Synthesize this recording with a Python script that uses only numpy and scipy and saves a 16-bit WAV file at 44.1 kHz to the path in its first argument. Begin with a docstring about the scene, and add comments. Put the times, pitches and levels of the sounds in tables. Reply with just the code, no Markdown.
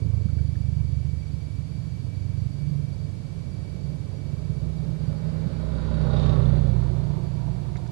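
"""A quiet stony clearing by a road: one single-cylinder motorbike chugs away, another comes up and passes.
Exhaust pulses boom through the silencers over tyre roar and echo off the trees. The passing bike clears
the bushes and drops in pitch as it goes by, its cavities growling, gears whining and valves ticking.
Insects whine in the trees, grit stirs close by and distant traffic rumbles. The left microphone port
is covered, so nearly everything but the hiss is heard on the right."""
import sys
import numpy as np
from scipy import signal
from scipy.fft import rfft, irfft, next_fast_len
from scipy.io import wavfile
from scipy.ndimage import uniform_filter1d, map_coordinates

SR = 44100
rng = np.random.default_rng(int(sys.argv[2]) if len(sys.argv) > 2 else 0)


def generate_wav(sig):
    """Save sig (samples, or channels by samples) to the path in sys.argv[1] as 16-bit PCM at SR."""
    pcm = np.round(np.clip(np.atleast_2d(sig).T, -1, 1) * 32767).astype(np.int16)
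    wavfile.write(sys.argv[1], SR, pcm)


N = 348831
TIME = np.arange(N) / SR
CLOSEST_S, SPEED_M_S, DISTANCE_M = 6.38, 15.2, 5.3  # the passing bike's straight line

# road roar of both bikes: f/Hz, relative level/dB
ROAR_EQ = [(25, -23.5), (50, 3), (90, 12), (160, 9.5), (230, 3.5), (310, -1), (420, 0), (520, -4.5),
           (630, -8.5), (770, -19.5), (1100, -19), (2000, -50.5), (8000, -80.5)]


def undb(db):
    """Decibels to gain."""
    return 10 ** (np.asarray(db) / 20)


def unit(x):
    """Scale to an rms of one."""
    return x / np.sqrt(np.mean(x ** 2))


def automation(points):
    """Join (t/s, value) points with straight lines."""
    return np.interp(TIME, *np.transpose(points))


def colour(x, points):
    """Minimum-phase EQ through (f/Hz, gain/dB) points, built from the cepstrum."""
    size = next_fast_len(N + SR // 2) * 2
    hz, db = np.transpose(points)
    gain = undb(np.interp(np.log(np.fft.rfftfreq(size, 1 / SR) + 1), np.log(hz), db))
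    cepstrum = irfft(np.log(gain))[:size // 2]
    cepstrum[1:] *= 2
    return irfft(rfft(x, size) * np.exp(rfft(cepstrum, size)))[..., :N]


def shade(x, points):
    """Zero-phase EQ through (f/Hz, gain/dB) points."""
    hz, db = np.transpose(points)
    size = next_fast_len(N + SR // 2)
    gain = undb(np.interp(np.fft.rfftfreq(size, 1 / SR), hz, db))
    return irfft(rfft(x, size) * gain, size)[:N]


def band(x, hz, width_hz):
    """A steep band-pass around one resonance."""
    spread = 1 + width_hz / hz / 2
    edges = [hz / spread, min(hz * spread, SR / 4)]
    return signal.sosfilt(signal.butter(3, edges, "band", fs=SR, output="sos"), x)


def noise(points):
    """Coloured noise, unrelated left and right."""
    return unit(colour(rng.standard_normal((2, N)), points))


def drift(rate_hz):
    """Smooth random modulation: stepped levels, slewed twice."""
    hold = int(SR / rate_hz)
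    steps = np.repeat(rng.standard_normal(N // hold + 2), hold)
    return unit(uniform_filter1d(uniform_filter1d(steps, hold), hold)[:N])


def strokes(hz, lag, scatter_db, jitter_s):
    """One pulse per engine cycle, lag cycles late, each with its own size and timing."""
    cycles = np.cumsum(hz) / SR - lag
    chance = rng.standard_normal((N // 1000, 2))[:int(cycles[-1]) + 1]
    onsets_s = np.interp(np.arange(len(chance)), cycles, TIME) + jitter_s * chance[:, 0]
    return np.bincount(np.clip(onsets_s * SR, 0, N - 1).astype(int), undb(scatter_db * chance[:, 1]), N)


def tail(x, decay_s):
    """Give every pulse an exponential tail."""
    return signal.lfilter([1], [1, -np.exp(-1 / (decay_s * SR))], x)


def rasp(hz):
    """A rough scrape that repeats almost exactly on every engine cycle."""
    grain = rng.standard_normal(SR // 30)
    pulses = strokes(hz, lag=.1, scatter_db=2, jitter_s=.00008)
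    return unit(signal.fftconvolve(pulses, grain)[:N])


def along():
    """Metres that the passing bike has gone beyond its closest point."""
    return SPEED_M_S * (TIME - CLOSEST_S)


def nearness():
    """Least distance over present distance of the passing bike."""
    return DISTANCE_M / np.hypot(DISTANCE_M, along())


def rear_view():
    """From -1 with the passing bike head on to 1 with it seen from behind."""
    return along() / np.hypot(DISTANCE_M, along())


def passing_rate():
    """Firing rate as heard: a slowly sagging engine, Doppler-shifted by its motion."""
    firing_hz, sag_hz_per_s = 31.4, .1377
    return (firing_hz - sag_hz_per_s * TIME) / (1 + SPEED_M_S / 343 * rear_view())


def steady_rate():
    """The passing bike's mean firing rate, for layers that are pitch-bent afterwards."""
    return np.full(N, passing_rate().mean())


def doppler(x):
    """Varispeed that follows the heard firing rate: higher coming, lower going."""
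    hz = passing_rate()
    position = np.cumsum(hz / hz.mean())
    return np.array([map_coordinates(channel, [position], order=3, mode="nearest") for channel in x])


def beamed(part):
    """Boost or dip in dB as a part of the passing bike sweeps its side lobes past."""
    # lobes of each part: t/s, half width/s, gain/dB
    lobes = {"roar": [(6.25, .6, 1.5)], "clatter": [(6.24, .1, 11)], "valves": [(5.81, .15, 12),
             (6.17, .08, 12)], "airbox": [(6.11, .07, 4.5), (6.32, .05, 2.5), (6.6, .2, 4)],
             "tailpipe": [(6.2, .6, -5)], "gearcase": [(6.1, .05, 4), (6.31, .2, 12)],
             "intake": [(5.86, .13, 6), (6.11, .05, 6)]}
    return sum(db / (1 + np.abs((TIME - s) / half_s) ** 3) for s, half_s, db in lobes.get(part, []))


def carried(part):
    """Gain of a part of the passing bike, from its distance, the side it shows and the bushes between."""
    # each part: base level/dB, loss per doubled distance/dB, rearward gain/dB, loss behind bushes/dB
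    reach = {"exhaust": (-15, 7, 1.5, -2), "roar": (-28.5, 5.5, -1.1, -3.5), "tyres": (-48.5, 4, 0.5, 4),
             "tread": (-46.5, 5, -1.5, 4.5), "clatter": (-56, 10, -5.5, -6.5), "valves": (-63, 13, -3, -1),
             "airbox": (-39.5, 5, -3.5, 3.5), "tailpipe": (-44.5, 3.5, 7.5, -3.5),
             "gearcase": (-52, 7.5, -3, 13), "intake": (-51, 11, -7, 17)}
    db, loss_db, rear_db, bushes_db = reach[part]
    emerges_s, crossfade_s = 4.94, .096
    hidden = .5 - .5 * np.tanh((TIME - emerges_s) / crossfade_s)
    open_db = db + loss_db * np.log2(nearness()) + rear_db * rear_view() + beamed(part)
    return undb(open_db - bushes_db * hidden)


def tree_echoes(x):
    """Reflections that come and go as a bike moves past the trees."""
    # echo taps: delay/s, rms gain/dB
    taps = [(0.019, -11.5), (0.028, -8.5), (0.052, -7)]
    return sum(undb(db) * drift(5) * np.interp(TIME - delay_s, TIME, x) for delay_s, db in taps)


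def distant_traffic():
    """A steady bed of low rumble from far-off traffic."""
    # rumble: f/Hz, relative level/dB
    rumble_eq = [(20, -61), (38, -20.5), (52, -1), (85, -5), (135, -0.5), (170, -0.5), (210, -17),
                 (290, -16), (400, -34.5), (2000, -65)]
    return noise(rumble_eq) * undb(-33)


def insects():
    """Thin whines that waver in pitch, flutter in level through the leaves and slowly ease off."""
    # each insect: f/Hz, wander/Hz, tremble/Hz, fade/(dB/s), starting level/dB of harmonics 1, 2 and 3
    voices = [(2296, 6, 14, .6, -62, -64.5, -87), (2314, 2, 6, .2, -69, -66, -90),
              (2218, 8, 30, .3, -74, -76, -98)]
    out = np.zeros(N)
    for hz, wander_hz, tremble_hz, fade_db_per_s, *partials_db in voices:
        phase = 2 * np.pi * np.cumsum(hz + wander_hz * drift(14) + tremble_hz * drift(120)) / SR
        for k, db in enumerate(partials_db, 1):
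            out += unit(np.sin(k * phase) * undb(3 * drift(70))) * undb(db - fade_db_per_s * TIME)
    return out


def scuffs():
    """Brief bursts of grit and soft bumps close by, each ringing in one broad band."""
    # each scuff: t/s, peak level/dB, f/Hz, width/Hz, decay/s
    hits = [(0.251, -17, 170.5, 69, 0.0029), (0.283, -47, 1370, 403, 0.017), (0.382, -48, 1560, 350, 0.018),
            (.555, -41, 1550, 770, 0.002), (5.453, -15, 153, 79, 0.0062), (7.756, -35, 1700, 950, 0.0097),
            (7.769, -45.5, 3800, 1000, 0.0028), (7.769, -46, 6260, 2200, .005),
            (7.776, -43, 4100, 900, 0.0022), (7.863, -41, 1600, 1600, 0.003),
            (7.875, -44, 4520, 2970, 0.0037)]
    age = np.arange(SR // 8) / SR
    out = np.zeros(N)
    for s, db, hz, width_hz, decay_s in hits:
        burst = band(rng.standard_normal(len(age)) * np.exp(-age / decay_s), hz, width_hz)
        start = int(s * SR)
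        out[start:start + len(age)] += (undb(db) * burst / np.abs(burst).max())[:N - start]
    return out


def leaving_bike():
    """A lumpy chug: a strong exhaust beat with a puff of roar, then a weak intake gulp half a cycle on."""
    # the engine eases off, idles along, then picks up a little: t/s, firing rate/Hz
    revs = [(0, 26.2), (1.2, 24.2), (2, 23.95), (4.7, 24.1), (6, 25.4)]
    # loudness of the chug as it draws away: t/s, level/dB
    loudness = [(0, -19), (.95, -21.5), (1.7, -29.5), (2.35, -23), (3.4, -30.5), (4.1, -30), (5.1, -27.5),
                (5.7, -41), (7.9, -33.5)]
    # silencer response: f/Hz, gain/dB
    silencer = [(25, -38), (50, -14), (75, 5.5), (100, -2.5), (128, 0.5), (150, -5), (175, -17), (215, -30),
                (310, -36), (400, -44), (600, -56), (4000, -110)]
    hz = automation(revs)
    exhaust = strokes(hz, lag=.5, scatter_db=2, jitter_s=.0003)
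    intake = strokes(hz, lag=1, scatter_db=3, jitter_s=.0006)
    beat = colour(exhaust + undb(-11) * intake, silencer)
    # as it draws away, the deep boom thins and the echoes come up
    boom = automation([(1.12, 1), (2.85, .085)])
    full = beat + undb(-7 * boom) * tree_echoes(beat)
    thin = signal.sosfiltfilt(signal.butter(3, 92, "high", fs=SR, output="sos"), full)
    chug = boom * unit(full) + (1 - boom) * unit(thin)
    puffs = unit(tail(exhaust, decay_s=.0068) + .89)
    roar = unit(colour(puffs * rng.standard_normal((2, N)), ROAR_EQ))
    roar_db, fade_db_per_s = -35, 20.5
    return chug * undb(automation(loudness)) + roar * undb(roar_db - fade_db_per_s * TIME)


def rolling_noise():
    """The passing bike's low roar carries far, tyres rush to the rear and tread hiss is thrown forward."""
    # tyre rush: f/Hz, relative level/dB
    tyre_eq = [(400, -23), (680, -2.5), (800, 11.5), (1000, 5.5), (1130, 0), (1280, -8.5), (1600, -20.5),
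               (2500, -25.5), (6000, -43.5), (12000, -78.5)]
    # tread hiss: f/Hz, relative level/dB
    tread_eq = [(900, -12), (1250, -3.5), (1400, -6.5), (1490, -3.5), (1580, -6), (2100, -11), (2800, -15),
                (3400, -17), (4600, -11), (6500, -47.5), (12000, -55)]
    gears = rasp(passing_rate())  # chain and gears, heard mostly close by
    out = doppler(noise(tread_eq)) * carried("tread")
    for part, eq, rasp_db in [("roar", ROAR_EQ, -5.5), ("tyres", tyre_eq, -2.5)]:
        rasp_gain = undb(rasp_db) * np.sqrt(nearness())
        blend = doppler(noise(eq)) + rasp_gain * unit(colour(gears, eq))
        out += blend / np.hypot(1, rasp_gain) * carried(part)
    bumps = undb(.9 * drift(30))
    return out * bumps


def gear_whines():
    """Engine, gear and chain tones locked to the passing engine; each is beamed this way for a moment."""
    # each tone: multiple of the firing rate, loudest t/s, spread/s, level there/dB
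    tones = [(4, 4.2, .8, -37), (7, 5.4, .25, -45), (7, 6.05, .15, -37), (8.1, 5.7, .2, -43),
             (25.3, 6.22, .12, -44), (36.5, 6.28, .1, -45), (7, 6.62, .1, -38), (8.45, 6.53, .14, -39),
             (13.25, 6.33, .12, -39), (16.25, 6.37, .1, -40), (19.12, 6.09, .1, -41), (20.7, 6.2, .12, -45),
             (18.15, 6.65, .07, -45), (19.1, 7, .15, -51), (24.9, 7.85, .2, -54)]
    cycles = np.cumsum(passing_rate()) / SR
    out = np.zeros(N)
    for order, s, spread_s, db in tones:
        beam = np.exp(-.5 * ((TIME - s) / spread_s) ** 2)
        tone = np.sin(2 * np.pi * order * cycles + .7 * drift(40))
        out += unit(tone * undb(2.5 * drift(30))) * undb(db) * beam
    return out


def valve_gear():
    """A firm tap and a lighter one in each cycle ring the cylinder head and set loose metal rattling."""
    # cylinder head modes: f/Hz, relative level/dB, t60/s
    modes = [(3370, -15, .1), (3615, -6.5, .04), (3822, -4.5, .048)]
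    # rattling engine metal: f/Hz, relative level/dB
    metal_eq = [(1500, -36), (2700, -5), (3400, -8), (3650, 0), (3840, 7.5), (4020, -5.5), (4400, -7),
                (5500, -15), (8000, -26.5), (13000, -46.5)]
    firm = strokes(steady_rate(), lag=.52, scatter_db=1.5, jitter_s=.0008)
    light = strokes(steady_rate(), lag=.63, scatter_db=2, jitter_s=.002)
    taps = firm + undb(-9) * light
    age = np.arange(SR // 20) / SR
    ring = sum(undb(db - 60 * age / t60_s) * np.sin(2 * np.pi * hz * age) for hz, db, t60_s in modes)
    ticks = signal.fftconvolve(taps, ring)[:N]
    rattle = (tail(taps, decay_s=.0047) + .49) * noise(metal_eq)
    return unit(doppler([ticks])) * carried("valves") + unit(doppler(rattle)) * carried("clatter")


def growl():
    """A rasping puff of gas in each cycle rings the airbox, tailpipe, gearcase and intake."""
    # resonances of each cavity: f/Hz, width/Hz, gain/dB
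    cavities = {"airbox": [(415.8, 64, -2), (505, 54.3, -1), (591, 86, -1), (804.7, 38, -11)],
                "tailpipe": [(386.3, 78, 1), (714.5, 96, -3.5), (1016, 144, -8.5), (1285, 55, -14.5)],
                "gearcase": [(787, 350, -0.5), (1102, 380, -0.5), (1900, 400, -13.5)],
                "intake": [(1003.4, 80, 0), (1426, 130, -0.5), (1886, 69, -13)]}
    firings = strokes(steady_rate(), lag=.4, scatter_db=1.5, jitter_s=.0005)
    flow = tail(firings, decay_s=.018) + .2  # puffs on a steady stream
    out = 0
    for part, resonances in cavities.items():
        gas = flow * (rng.standard_normal((2, N)) + undb(-3) * rasp(steady_rate()))
        body = sum(undb(db) * band(gas, hz, width_hz) for hz, width_hz, db in resonances)
        out = out + unit(doppler(body)) * carried(part)
    return out


def passing_exhaust():
    """Exhaust and intake make a double beat in each cycle, firm and boomy close by, wavering from afar."""
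    # silencer response: f/Hz, gain/dB
    silencer = [(20, -54.5), (31, -8), (45, -7), (61, 0.5), (92, 0), (122, 5), (156, 1.5), (182, -4),
                (207, -17.5), (230, -16.5), (320, -36.5), (700, -38), (4000, -100)]
    # from ahead it drones on a higher note: f/Hz, gain/dB
    head_on_eq = [(62, 0), (96, -2.5), (128, -1), (160, 3.5), (195, -1), (260, 0)]
    hz = passing_rate()
    # exhaust and intake sit at different ends, so their spacing shifts from front view to rear view
    exhaust = strokes(hz, lag=.46, scatter_db=1, jitter_s=.00025)
    intake = strokes(hz, lag=1.04 - .026 * rear_view(), scatter_db=1.1, jitter_s=.0003)
    beat = -unit(colour(exhaust + undb(-1.5) * intake, silencer))
    # moving air bends sound from far off, so its travel time wanders
    wander_s = .0005 * (1 - nearness()) ** 2 * drift(12)
    beat = np.interp(TIME + wander_s, TIME, beat)
    boom = signal.sosfiltfilt(signal.butter(3, 79, fs=SR, output="sos"), beat)
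    beat = beat + undb(-19) * nearness() * boom + (1 - nearness()) * tree_echoes(beat)
    ahead = np.minimum(rear_view(), 0) ** 2
    beat = ahead * shade(beat, head_on_eq) + (1 - ahead) * beat
    return beat * carried("exhaust")


def scene():
    """Both bikes and the ambience as they arrive at the two ports."""
    bikes = leaving_bike() + passing_exhaust() + valve_gear() + gear_whines() + rolling_noise()
    return bikes + distant_traffic() + growl() + insects() + scuffs()


def record(dry):
    """The covered left port is faint and thin; low rumble and hiss lie under both; the top is cut."""
    # what passes the covered port: f/Hz, gain/dB
    cover_eq = [(30, -33.5), (120, -34), (250, -39.5), (600, -37), (1200, -23), (2300, -16.5), (3700, -4),
                (4600, -18.5), (7000, -21), (12000, -18)]
    # noise floor: f/Hz, relative level/dB
    hiss_eq = [(25, 2.5), (60, 16), (150, 19), (240, 12.5), (500, 7), (1000, 3.5), (2000, 1.5), (4200, 1),
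               (6000, -2.5), (8000, -5.5), (10000, -9), (11500, -12), (12400, -22), (14000, -42.5)]
    top_hz = 13450
    ports = np.array([colour(dry[0], cover_eq), dry[1]]) + undb(-55) * noise(hiss_eq)
    return signal.sosfilt(signal.ellip(8, .2, 70, top_hz, fs=SR, output="sos"), ports)


dry = scene()
out = record(dry)
generate_wav(out)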